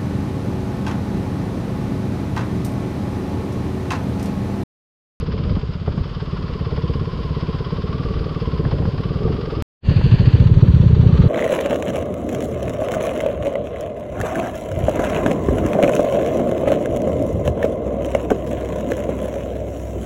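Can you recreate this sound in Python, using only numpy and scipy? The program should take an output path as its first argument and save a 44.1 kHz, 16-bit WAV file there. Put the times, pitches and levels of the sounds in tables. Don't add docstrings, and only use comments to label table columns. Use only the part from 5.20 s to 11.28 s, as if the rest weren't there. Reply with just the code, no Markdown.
import sys
import numpy as np
from scipy import signal
from scipy.fft import rfft, irfft, next_fast_len
from scipy.io import wavfile
from scipy.ndimage import uniform_filter1d, map_coordinates

SR = 44100
rng = np.random.default_rng(int(sys.argv[2]) if len(sys.argv) > 2 else 0)


def digitize_waveform(pressure):
    field = np.atleast_2d(pressure).T
    bounded = np.clip(field, -1, 1)
    quanta = np.round(bounded * 32767).astype(np.int16)
    wavfile.write(sys.argv[1], SR, quanta)


def volts(x):
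    e = np.asarray(x, float) / 20
    return 10 ** e


N = 268260
T = np.arange(N) / SR
CUT_S = 4.4236

# time in seconds, firings a second.
ENGINE_SPEED = [
    [(0.027, 17.9), (0.647, 15.92), (0.739, 16.79), (0.977, 18.38), (1.789, 17.05), (2.58, 16.74),
     (2.582, 18.2), (3.09, 19.65), (3.595, 13.29), (4.096, 23.08), (4.393, 20.4), (4.424, 17.25)],
    [(4.635, 13.9), (4.665, 13.25), (5.809, 15.13), (6.009, 22.13), (6.045, 21.1)],
]
# time in seconds, thump peak in dB, pipe ring peak in dB.
THROTTLE = [(0, -11.5, -12), (.2, -16.5, -17), (.45, -10.5, -21.5), (.75, -18, -31), (1.1, -13, -16),
            (1.3, -17, -20.5), (1.7, -8, -9.5), (1.96, -15, -15.5), (2.24, -10, -13), (2.55, -11.5, -16.5),
            (2.85, -12.5, -20.5), (3.32, -10.5, -10.5), (3.5, -8, -23.5), (4.3, -14.5, -12.5),
            (4.8, -4, -22), (5.15, -7.5, -21.5), (5.6, -4, -32.5), (6.06, -1, -1.5)]
# pitch in Hz, level in dB, swell in seconds, lead on the firing in seconds.
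THUMP_MODES = [(168, 10.3, .0021, .0038), (64, -5.4, .006, .0002), (197, 5.5, .003, .0056)]
# pitch in Hz, level in dB, swell in seconds, lead in seconds.
RING_MODES = [(420, -6.5, .002, .0018), (452, -12, .0055, .0017), (285, -13.5, .0024, .0027)]
# frequency in Hz, density in dB per Hz.
RASP_COLOUR = [(150, -29.5), (250, -3.5), (330, -4), (400, 0.5), (460, 0), (505, -9), (570, -7),
               (630, -19.5), (780, -18), (1600, -67.5)]
# frequency in Hz, density in dB per Hz.
CLATTER_CRUISING = [(350, -33), (600, -8.5), (830, -12.5), (922, -9), (1050, -8.5), (1210, -9.5),
                    (1290, -8), (1390, -9.5), (1720, -16), (2490, -17.5), (3100, -14.5), (4020, -21),
                    (4960, -17.5), (5250, -23.5), (5890, -35.5), (7660, -62), (13000, -120)]
# frequency in Hz, density in dB per Hz.
CLATTER_LABOURING = [(350, -28), (600, -16.5), (667, 2), (733, -3), (905, 1), (1260, -4.5), (1360, -4),
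                     (1820, 0), (2120, -8), (2740, 0.5), (3790, -9.5), (4510, -3.5), (4820, -9),
                     (5460, -32.5), (5890, -24), (7660, -67.5), (13000, -120)]
# frequency in Hz, density in dB per Hz.
CLATTER_EASING = [(350, -25.5), (600, -16), (777, -16.5), (846, 0.5), (986, -0.5), (1210, -1.5), (2160, -9),
                  (2960, -8), (4380, -11.5), (4640, -12), (5100, -35), (5460, -23), (5890, -23),
                  (7660, -50.5), (13000, -120)]
# time in seconds, shares (0 to 1) of cruising, labouring and easing.
STAGES = [
    (0, 1, 0, 0),
    (4.5, 1, 0, 0),
    (4.55, 0, 1, 0),
    (5.1, 0, 1, 0),
    (5.3, 0, 0, 1),
]
# time in seconds, tooth pitch in Hz, tooth load in dB.
GEARS = [(0, 1070, -46.5), (.33, 1037, -46.5), (.62, 1070, -56), (.92, 1126, -42.5), (1.28, 1084, -42),
         (1.6, 1070, -40.5), (2.46, 1034, -38), (2.78, 1131, -40.5), (3.05, 1180, -40.5), (3.21, 1060, -38),
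         (3.61, 1030, -45), (3.94, 1150, -41.5), (4.41, 1191, -41.5), (4.7, 1037, -46), (5.06, 1090, -44),
         (5.25, 1012, -48.5), (5.78, 1060, -51.5), (6, 1224, -38)]
# time in seconds, firings so far.
DEEP_FIRINGS = [
    [(4.686, 0), (5.001, 4), (5.075, 5), (5.203, 7), (5.429, 11), (5.542, 13), (5.664, 15), (5.998, 20),
     (6.062, 21)],
]
# time in seconds, thud peak in dB.
DEEP_LEVEL = [(4.76, -3.5), (5.02, 0.5), (5.28, -0.6), (5.54, 0.5), (5.8, -0.5), (6.06, -1.5)]
# pitch in Hz, level in dB, swell in seconds, lead in seconds.
THUD_MODES = [(120, 4.6, .004, .0061), (70, -5.2, .0062, .0021), (168, -10, .0056, .0044)]
# time in seconds, frame rumble in dB.
GROUND = [(0, -23), (.3, -18), (.55, -29), (.8, -20.5), (.93, -28.5), (1.18, -24), (1.5, -25), (1.72, -23),
          (2.1, -26), (2.68, -25), (2.9, -20), (3.18, -29), (3.6, -17.5), (3.85, -26), (4.05, -20.5),
          (4.3, -24.5), (4.75, -18), (6, -17)]
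# frequency in Hz, density in dB per Hz.
RUMBLE_COLOUR = [(15, -28.5), (25, -6), (45, 0), (80, 0.5), (120, -2.5), (170, -6), (230, -9.5),
                 (320, -18.5), (600, -23), (1200, -88)]
# start in seconds,
# crack peak in dB, dull part over it in dB.
STONES = [(0.241, -37, 10), (0.3913, -36, 6), (1.28, -21, -27), (1.512, -24, 9), (1.5727, -23, 11),
          (2.737, -36, -11), (2.784, -38, -1), (2.938, -26, -2), (3.449, -18, 5), (3.513, -28, 15),
          (3.5864, -25.5, 13), (3.65, -22, 7), (3.7778, -23, 5), (4.0785, -33, 14), (4.3042, -43, 15),
          (4.81, -19, 6.5), (5.056, -20, 0), (5.4725, -23.5, 1.5)]
# frequency in Hz, density in dB per Hz.
CRACK_COLOUR = [(600, -19.5), (1100, 12.5), (1900, 13), (2600, -11), (5000, -8.5), (5800, -45.0), (16000, -90.5)]
DULL_COLOUR = [(150, -28.5), (400, -3), (900, -7), (1300, -25.5), (4000, -76.5)]
# start in seconds, peak in dB.
GUARD_HITS = [
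    (.362, -24),
    (.674, -19),
    (.776, -27),
    (3.52, -26),
    (3.62, -23),
    (4.075, -22),
]
# frequency in Hz, density in dB per Hz.
GUARD_COLOUR = [(150, -12), (350, 0), (800, -5), (1200, -14), (2500, -30), (6000, -80)]
# start in seconds,
# peak in dB, pitch in Hz.
JOLTS = [(0.247, -28, 109), (0.319, -16, 138), (0.345, -10, 69.6), (0.369, -7, 177), (0.68, -9.5, 149),
         (.778, -5.5, 143), (0.811, -13, 88), (3.018, -17, 88), (3.47, -8, 153), (3.58, -17, 129),
         (3.627, -11, 143), (3.654, -8, 146), (3.685, -12, 130), (4.069, -9.5, 106), (4.705, -15.5, 127),
         (4.94, 2, 130)]
# frequency in Hz, density in dB per Hz.
SPRAY_COLOUR = [(4800, -38), (5600, -20.5), (6500, 0.5), (7300, -8.5), (8200, -9.5), (10000, -28)]
# frequency in Hz, density in dB per Hz.
DRIZZLE_COLOUR = [(6000, -14), (7500, -3), (9000, -3), (12000, -2), (13300, -5), (14000, -26.5),
                  (15500, -46)]
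# time in seconds, level in dB.
FADE = [(4.6, -120), (4.61, -56), (4.63, -24.5), (4.65, -6.5), (4.7, 0.5), (4.75, -0.5)]


def unit(x):
    return x / np.sqrt(np.mean(x ** 2) + 1e-20)


def curves(rows):
    s, *columns = np.transpose(rows)
    return [np.interp(T, s, column) for column in columns]


def stage_db(levels_db):
    return np.dot(levels_db, curves(STAGES))


def wobble(rate):
    return map_coordinates(rng.standard_normal(int(N * rate / SR) + 4), [T * rate])


def hiss(spectrum):
    m = next_fast_len(N + 8192)
    hz, db = np.transpose(spectrum)
    log_hz = np.log(np.fft.rfftfreq(m, 1 / SR) + 1)
    gain = volts(np.interp(log_hz, np.log(hz), db))
    return unit(irfft(rfft(rng.standard_normal(m)) * gain, m)[:N])


def lay(times, shapes):
    start = np.round(times * SR).astype(int)[:, None]
    at = np.clip(start + np.arange(shapes.shape[1]), 0, N)
    return np.bincount(at.ravel(), shapes.ravel(), N + 1)[:N]


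def hit(t, db, die_s, rise_s):
    return volts(db - 60 * t / die_s) * (1 - np.exp(-(t / rise_s) ** 2))


def crank(speed):
    s = T[(T >= speed[0][0]) & (T <= speed[-1][0])]
    rate = curves(speed)[0][round(s[0] * SR):][:len(s)]
    return np.transpose([s, np.cumsum(rate) / SR])


def firings(tables):
    columns = map(np.transpose, tables)
    return np.concatenate([np.interp(np.arange(int(count[-1]) + 1), count, s) for s, count in columns])


def puffs(times, modes, scatter_db, detune):
    out = np.zeros(N)
    t = np.arange(SR // 12) / SR
    size, pitch = rng.standard_normal((len(times), 2)).T[:, :, None]
    for hz, db, swell, lead in modes:
        u = t / swell
        swing = np.sin(2 * np.pi * hz * (1 + detune * pitch) * t)
        out += lay(times - lead, volts(db + scatter_db * size) * u * u * np.exp(-u) * swing)
    return out


def strokes(times, lead, length, scatter_db):
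    u = np.arange(SR // 12) / SR / length
    size = volts(scatter_db * rng.standard_normal((len(times), 1)))
    return lay(times - lead, size * u * np.exp(1 - u))


def own_bike():
    times = firings(map(crank, ENGINE_SPEED))
    return exhaust(times) + exhaust_rasp(times) + valve_clatter(times) + gear_whine(times)


def exhaust(times):
    thump_db, ring_db = curves(THROTTLE)
    thump = volts(thump_db) * puffs(times, THUMP_MODES, 1.1, .03)
    ring = volts(ring_db) * puffs(times, RING_MODES, 1, .02)
    return thump + ring


def exhaust_rasp(times):
    ring_db = curves(THROTTLE)[1]
    ground_db = curves(GROUND)[0]
    rasp_db = stage_db((-39.5, -44, -42.5)) + 0.12 * (ring_db + 15) + 0.71 * (ground_db + 24)
    rasp_db = rasp_db + 2.5 * np.minimum(T, CUT_S)
    gusts = .28 + strokes(times, .001, .008, 1.8)
    return volts(rasp_db - 2.2) * unit(gusts * hiss(RASP_COLOUR))


def valve_clatter(times):
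    load_db = curves(GEARS)[1]
    clatter_db = stage_db((-42.5, -36, -40)) + 0.17 * (load_db - load_db.mean())
    colours = (CLATTER_CRUISING, CLATTER_LABOURING, CLATTER_EASING)
    metal = sum(np.sqrt(share) * hiss(colour) for share, colour in zip(curves(STAGES), colours))
    slaps = unit(1.2 + strokes(times, .021, .004, 1.8))
    return volts(clatter_db + 1.5) * metal * slaps * volts(.9 * wobble(40))


def gear_whine(times):
    whine_hz, whine_db = curves(GEARS)
    surge = strokes(times, .017, .011, 0.79)
    mesh_hz = whine_hz * (1 + .11 * (surge - surge.mean()))
    casing_hz, width_hz, lift = (1044, 1170), 30, 1.3
    casing = 1 + lift * sum(1 / (1 + ((mesh_hz - hz) / width_hz) ** 2) for hz in casing_hz)
    turn = 2 * np.pi * np.cumsum(mesh_hz) / SR
    steady, flutter_hz = 1.4, 140
    band = (steady + wobble(flutter_hz)) * np.sin(turn) + wobble(flutter_hz) * np.cos(turn)
    return volts(whine_db - 1.5) * unit(casing * band * (1.8 + strokes(times, .024, .007, 2.1)))


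def deep_bike():
    return volts(curves(DEEP_LEVEL)[0]) * puffs(firings(DEEP_FIRINGS), THUD_MODES, .6, .015)


def gravel():
    return ground_rumble() + kicked_stones() + guard_hits() + fork_jolts()


def ground_rumble():
    roll = hiss(RUMBLE_COLOUR)
    roll = roll / np.sqrt(np.abs(uniform_filter1d(roll ** 2, size=SR // 9)))
    return volts(curves(GROUND)[0] - 2.5) * unit(volts(2.1 * wobble(22)) * roll)


def kicked_stones():
    s, db, dull_db = np.transpose(STONES)[:, :, None]
    burst = hit(np.arange(SR // 15) / SR, db, 0.056, 0.0021)
    bright = lay(s[:, 0], burst) * hiss(CRACK_COLOUR)
    dull = lay(s[:, 0], volts(dull_db) * burst) * hiss(DULL_COLOUR)
    return volts(-12.5) * (bright + dull)


def guard_hits():
    s, db = np.transpose(GUARD_HITS)[:, :, None]
    return lay(s[:, 0], hit(np.arange(SR // 15) / SR, db, .07, .002)) * hiss(GUARD_COLOUR)


def fork_jolts():
    s, db, hz = np.transpose(JOLTS)[:, :, None]
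    t = np.arange(SR // 15) / SR
    u = t * hz / .27
    swing = -volts(db + 3.5) * u * u * np.exp(-u) * np.sin(2 * np.pi * hz * t)
    return lay(s[:, 0] - 0.19 / hz[:, 0], swing)


def wet_air():
    turn_s, start_s, fling_db = .47, .33, 1
    fling = fling_db * np.cos(2 * np.pi * (T - start_s) / turn_s)
    spray_db = stage_db((-72.5, -64.5, -66)) + fling
    trees_s, open_db = 1.6, -10.5
    drizzle_db = stage_db((-75.5, -73, -71)) + open_db * np.clip(1 - T / trees_s, 0, 1)
    tick = volts(-37.5 - 60 * T / 0.005)
    spray = (tick + volts(spray_db + 1.5 * wobble(30))) * hiss(SPRAY_COLOUR)
    drizzle = (tick + volts(drizzle_db + 1.6 * wobble(40))) * hiss(DRIZZLE_COLOUR)
    return spray + drizzle


def scene():
    return (own_bike() + deep_bike() + gravel() + wet_air())[None]


def low_pass(x):
    return signal.sosfilt(signal.butter(12, 15700, fs=SR, output="sos"), x)


def record(dry):
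    dry = dry - uniform_filter1d(dry, size=SR // 8)
    near = np.exp(-((CUT_S - T) / .0009) ** 2)
    swing = dry * (1 - near) - .25 * near
    x = swing * np.where(T < CUT_S, 1, volts(curves(FADE)[0]))
    x = x / (1 + np.abs(x / .97) ** 6) ** (1 / 6)
    return low_pass(x)


dry = scene()
out = record(dry)
digitize_waveform(out)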